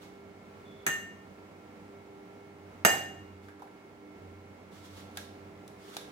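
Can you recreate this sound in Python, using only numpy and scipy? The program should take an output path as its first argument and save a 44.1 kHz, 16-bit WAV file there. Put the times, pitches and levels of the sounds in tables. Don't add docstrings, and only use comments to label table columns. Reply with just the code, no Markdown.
import sys
import numpy as np
from scipy import signal
from scipy.fft import rfft, irfft
from scipy.io import wavfile
from scipy.ndimage import uniform_filter1d

SR = 44100
rng = np.random.default_rng(int(sys.argv[2]) if len(sys.argv) > 2 else 0)


def store_wav(level_fs):
    pcm = np.round(np.clip(np.atleast_2d(level_fs), -1, 1) * 32767)
    wavfile.write(sys.argv[1], SR, pcm.T.astype(np.int16))


N = 269847

# t/s, crack level/dB, crack tilt/(dB per octave), thud of the foot/dB, glancing/(0-1)
GLASS_BLOWS = [(0.8649, -24.5, -0.6, -2, 0.91), (2.8490, -14.5, -0.02, 13, 0)]
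# f/Hz, partner higher by/Hz, t60/s
GLASS_MODES = [(762.5, 11, .7), (1810, 7.4, .56), (1824, 18, .6), (2822.9, 10.6, .6), (4937, 24.4, .43),
               (6187, 38, .42), (6472, 40, .3), (7549, 11, .42), (7781.5, 14, .33), (10290, 20, .27),
               (11200, 11, .33), (11900, 30, .3), (12870, 14, .24)]
# mode level/dB, partner level/dB, loss of each to a glancing blow/dB,
# first lull of the throb/s, left minus right of each/dB
MODE_LEVELS = [(-44, -42, 25, 17, 0.022, 1.5, -28.5), (-30, -25, 2.4, .6, .16, -11, 5.5),
               (-36, -34.5, 24, 18, .02, 14.5, -3), (-36, -25, 1.8, 16.3, 0.027, -8.5, -1),
               (-36, -36.5, 26, 25, .028, -2.5, -8), (-42.5, -46, 1.3, 4, 0.0079, -11.5, -9.5),
               (-37.5, -32.5, 3, 7.5, 0.0091, 3, -13), (-43.5, -42.5, 0.5, .1, .04, 2.1, 6.5),
               (-35, -30, 9, 21, 0.054, -12, -7.5), (-41.5, -45, 8.4, 10.1, 0.023, 2.5, -4.5),
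               (-42.5, -44, 9, 10.1, .04, 5, 2), (-45.5, -50.5, 14, 12, .01, 1.5, 3),
               (-44, -45.5, 15, 12, .03, -2.5, -1.5)]
# f/Hz, density/dB
CRACK_COLOUR = [(60, -30.5), (160, -15), (300, -15), (980, -16.5), (1720, -5.5), (2400, -14), (3600, -22.5),
                (5400, -29.5), (6320, -17), (7000, -23), (7700, -17.5), (8800, -40), (11000, -25.5),
                (16000, -32.5)]
# f/Hz, width/Hz, boost/dB
SPOON_PEAKS = [(4110, 100, 6), (6200, 90, 9), (6490, 120, 8), (7570, 90, 8), (7790, 90, 8),
               (10340, 300, 12), (11220, 240, 10), (12120, 300, 12), (12900, 240, 12), (13700, 600, 7),
               (15400, 400, 10)]
# t/s, level/dB, low edge/Hz, centre/Hz
KNOCKS_AND_TICKS = [(3.485, -46.5, 1260, 1680), (3.595, -50, 704, 1380), (3.6200, -43.5, 805, 1010),
                    (3.673, -56, 1400, 1780), (4.095, -65, 600, 1300), (5.172, -30, 380, 3900),
                    (5.179, -41, 1300, 1750), (5.678, -48, 3050, 4380), (5.9672, -30, 380, 3800)]
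# f/Hz, width/Hz, boost/dB
KNOCK_PEAKS = [(720, 360, 7.7), (1625, 62, 11.3), (3690, 690, 7.2), (5800, 1300, 3.2), (11200, 2000, 6.7)]
# t/s, length/s, level biting in/dB, level at the end/dB
SCRAPE_STROKES = [(-.03, 0.05, -62, -55.5), (3.386, 0.076, -69, -67), (4.706, 0.093, -57, -61),
                  (4.783, 0.23, -62.5, -58), (5.072, 0.1, -66, -59), (5.774, 0.19, -55.5, -57.5)]
# f/Hz, density/dB
SCRAPE_HISS = [(500, -9.5), (1300, -1), (2500, -9.5), (3400, -3.5), (4300, -8), (6000, -10.5),
               (9000, -14.5), (16000, -20)]
# f/Hz, level/dB, waver/dB, waver rate/Hz, pitch spread/Hz
FRIDGE_TONES = [(100, -66, 2.5, 7, 1), (195, -64, 3, 9, 4), (301, -63, 3, 8, 2), (399, -58.5, 3, 6, 1.5),
                (485, -70, 3, 6, 3), (797, -74, 3, 10, 8), (1357, -68, 1.5, 20, 4), (2087, -80, 1.5, 20, 3),
                (2184, -71, 1.5, 20, 3)]
# t/s, length/s, level/dB
DRONE_SPELLS = [(0.166, 1.97, -65), (2.5, 1.13, -58.5), (4.12, 1.56, -58)]
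# f/Hz, density/dB
AIR_COLOUR = [(25, -24), (59, -13), (87, -14), (157, -9), (200, -4), (263, -8), (400, -8.5), (800, -12.5),
              (1400, -20), (2160, -21.5), (3500, -31), (7000, -37.5), (12500, -45), (16000, -42.5)]
# t/s, gain/dB
AIR_DRIFT = [(0, 1.5), (1.4, 1.5), (3.3, 0.9), (3.75, -0.5), (4.2, 1.5), (5, 2), (5.6, 1.7), (6.12, 1)]
# f/Hz, t60/s
KITCHEN_T60 = [(100, 1), (250, 0.84), (1000, 0.47), (4000, 0.54), (8000, 0.46), (16000, .36)]
# f/Hz, left-right likeness/(0-1)
PORT_LIKENESS = [(60, 1), (130, 0.95), (290, 0.92), (640, 0.54), (1400, 0.2), (3100, .05), (6800, 0.015)]

FOOT_HZ, FOOT_WIDTH_HZ = 750, 350
TICK_CYCLES = 101
TICK_FALL_DB, TICK_FALL_DB_PER_KHZ = 34, -7.5
BITE_S, LIFT_T60_S = 0.039, 0.12
PEEP_S, PEEP_LENGTH_S, PEEP_DB, PEEP_HZ, PEEP_SAG_HZ = .645, 0.21, -61, 3600, 160.6
PEEP_ATTACK_S, PEEP_SAG_S, PEEP_DB_PER_S = 0.016, 0.0406, -53
DRONE_HZ, DRONE_FADE_S, DRONE_WAVER_DB = 92.2, 0.13, 2
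AIR_DB = -54
LEFT_DB, LEFT_LAG_S = -2.5, .00025
TOP_HZ = 15900


def glass_ring():
    out, t = np.zeros((2, N)), np.arange(SR) / SR
    port_phase = np.array([[1.3], [0]])
    rise = np.clip(t / 0.00083, 0, 1)
    for start, *_, glancing in GLASS_BLOWS:
        for (hz, split_hz, t60), levels in zip(GLASS_MODES, MODE_LEVELS):
            db, partner_db, loss_db, partner_loss_db, lull_s, pan_db, partner_pan_db = levels
            phase = 2 * np.pi * hz * t + port_phase
            beat = 2 * np.pi * split_hz * (t - lull_s)
            mode = undb(db - loss_db * glancing) * sides(pan_db) * np.sin(phase)
            partner_gain = undb(partner_db - partner_loss_db * glancing) * sides(partner_pan_db)
            partner = partner_gain * np.sin(phase + beat)
            add(out, start, (mode - partner) * fade(t, t60) * rise)
    return out


def glass_cracks():
    out, t = np.zeros((2, N)), np.arange(8192) / SR
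    rise = np.clip(t / .0005, 0, 1)
    chatter = 1 / (1 + (t / 0.015) ** 4)
    envelope = (1.4 * fade(t, 0.018) + 0.45 * chatter + .2 * fade(t, 0.13)) * rise
    for start, crack_db, tilt_db, thud_db, _ in GLASS_BLOWS:
        colour = [(hz, db + tilt_db * np.log2(hz / 1000)) for hz, db in CRACK_COLOUR]
        body = body_response(colour, SPOON_PEAKS + [(FOOT_HZ, FOOT_WIDTH_HZ, thud_db)])
        add(out, start, undb(crack_db) * sides(LEFT_DB) * knock(body, envelope, echo_db=-3.0))
    return out


def knocks_and_ticks():
    out, t = np.zeros((2, N)), np.arange(4096) / SR
    for start, db, low_hz, hz in KNOCKS_AND_TICKS:
        fall_db = TICK_FALL_DB + TICK_FALL_DB_PER_KHZ * hz / 1000
        colour = [(low_hz / 2, -30), (low_hz, 0), (hz, 0), (2 * hz, -fall_db), (TOP_HZ, -fall_db - 8)]
        burst = knock(body_response(colour, KNOCK_PEAKS), fade(t, TICK_CYCLES / hz), echo_db=-4.5)
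        add(out, start, undb(db) * sides(LEFT_DB) * burst)
    return out


def tub_scrape():
    t, gain = np.arange(N) / SR, np.zeros(N)
    for start, length, bite_db, end_db in SCRAPE_STROKES:
        bite = np.clip((t - start) / BITE_S, 0, 1)
        press = undb(np.interp(t, [start, start + length], [bite_db, end_db]))
        lift = fade(np.maximum(t - start - length, 0), LIFT_T60_S)
        gain = np.maximum(gain, press * bite * lift)
    grain = undb(3.7 * waver(60) - 2.5)
    return gain * grain * sides(LEFT_DB) * noise(SCRAPE_HISS)


def bird_peep():
    t = np.arange(N) / SR
    age = np.maximum(t - PEEP_S, 0)
    hz = PEEP_HZ - PEEP_SAG_HZ * (1 - np.exp(-age / PEEP_SAG_S))
    blur = 1 + 0.023 * waver(220)
    tone = np.sin(2 * np.pi * np.cumsum(hz * blur) / SR)
    gain = undb(PEEP_DB + PEEP_DB_PER_S * age) * gate(t, PEEP_S, PEEP_LENGTH_S, PEEP_ATTACK_S)
    return np.tile(tone * gain, (2, 1))


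def fridge_hum():
    t = np.arange(N) / SR
    spells = sum(undb(db) * gate(t, start, length, DRONE_FADE_S) for start, length, db in DRONE_SPELLS)
    drone = np.sin(2 * np.pi * DRONE_HZ * t) * spells * undb(DRONE_WAVER_DB * waver(5))
    out = np.tile(drone, (2, 1))
    for hz, db, waver_db, rate, spread_hz in FRIDGE_TONES:
        phase = 2 * np.pi * np.cumsum(hz + spread_hz * waver(rate)) / SR
        lag = np.arccos(on_log(hz, PORT_LIKENESS))
        out += undb(db + waver_db * waver(rate)) * np.sin([phase - lag / 2, phase + lag / 2])
    return np.sqrt(2) * sides(LEFT_DB) * out


def room_air():
    swell_db = np.interp(np.arange(N) / SR, *np.transpose(AIR_DRIFT)) + .7 * waver(6)
    return undb(AIR_DB + swell_db) * sides(LEFT_DB) * at_ports(noise(AIR_COLOUR))


def kitchen_tail():
    size = SR // 2
    t, f = np.arange(size) / SR, np.fft.rfftfreq(size, 1 / SR)
    spectrum, tail = rfft(at_ports(rng.standard_normal((2, size)))), 0
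    for hz in 60 * 2 ** np.arange(0, 8.5, .5):
        band = np.clip(1 - 2 * abs(np.log2(np.maximum(f, 1) / hz)), 0, 1)
        tail = tail + irfft(spectrum * band, size) * fade(t, on_log(hz, KITCHEN_T60))
    tail = tail * np.clip(t / 0.0051, 0, 1)
    return tail / np.sqrt(np.sum(tail ** 2) / 2)


def at_ports(pair):
    size = pair.shape[1]
    f = np.fft.rfftfreq(size, 1 / SR)
    alike = on_log(f, PORT_LIKENESS)
    mid, side = rfft(pair) * np.sqrt([(1 + alike) / 2, (1 - alike) / 2])
    delay = np.exp(-2j * np.pi * f * LEFT_LAG_S)
    return irfft([(mid + side) * delay, mid - side], size)


def knock(body, envelope, echo_db):
    rattle = at_ports(rng.standard_normal((2, len(envelope)))) * envelope
    drive = undb(echo_db) * np.sqrt(np.sum(envelope ** 2)) * kitchen_tail()
    drive[:, :len(envelope)] += rattle
    return signal.fftconvolve(drive, body[None], axes=1)


def body_response(colour, peaks, size=2048):
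    f = np.fft.rfftfreq(size, 1 / SR)
    peaks_db = sum(boost_db / (1 + (2 * (f - hz) / width) ** 2) for hz, width, boost_db in peaks)
    cepstrum = irfft(np.log(undb(on_log(f, colour) + peaks_db)), size)
    cepstrum[1:size // 2] *= 2
    cepstrum[size // 2 + 1:] = 0
    click = irfft(np.exp(rfft(cepstrum)), size)
    return click / np.sqrt(np.sum(click ** 2))


def noise(colour):
    gain = undb(on_log(np.fft.rfftfreq(N, 1 / SR), colour))
    x = irfft(rfft(rng.standard_normal((2, N))) * gain, N)
    return x / np.sqrt(np.mean(x ** 2))


def waver(rate):
    hold = int(SR / rate)
    steps = np.repeat(rng.standard_normal(N // hold + 1), hold)
    smooth = uniform_filter1d(uniform_filter1d(steps, hold), hold)[:N]
    return smooth / smooth.std()


def gate(t, start, length, ramp):
    return np.clip(np.minimum(t - start, start + length - t) / ramp, 0, 1)


def fade(t, t60):
    return np.exp(-np.log(1000) * t / t60)


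def undb(db):
    return 10 ** (np.asarray(db) / 20)


def on_log(hz, table):
    f, values = np.transpose(table)
    return np.interp(np.log(np.maximum(hz, 1)), np.log(f), values)


def sides(pan_db):
    return undb(np.array([[pan_db / 2], [-pan_db / 2]]))


def add(bus, start, x):
    i = int(start * SR)
    bus[:, i:i + x.shape[1]] += x[:, :N - i]


def scene():
    ring, bird, scrape = glass_ring(), bird_peep(), tub_scrape()
    to_walls = undb(-22) * ring + bird + scrape
    echo = signal.fftconvolve(to_walls, kitchen_tail(), axes=1)[:, :N]
    return ring + glass_cracks() + knocks_and_ticks() + bird + scrape + echo + fridge_hum() + room_air()


def record(dry):
    bass_cut = signal.butter(2, 60, "high", fs=SR, output="sos")
    top_cut = signal.ellip(10, .2, 70, TOP_HZ, fs=SR, output="sos")
    return signal.sosfilt(top_cut, signal.sosfilt(bass_cut, dry))


dry = scene()
out = record(dry)
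store_wav(out)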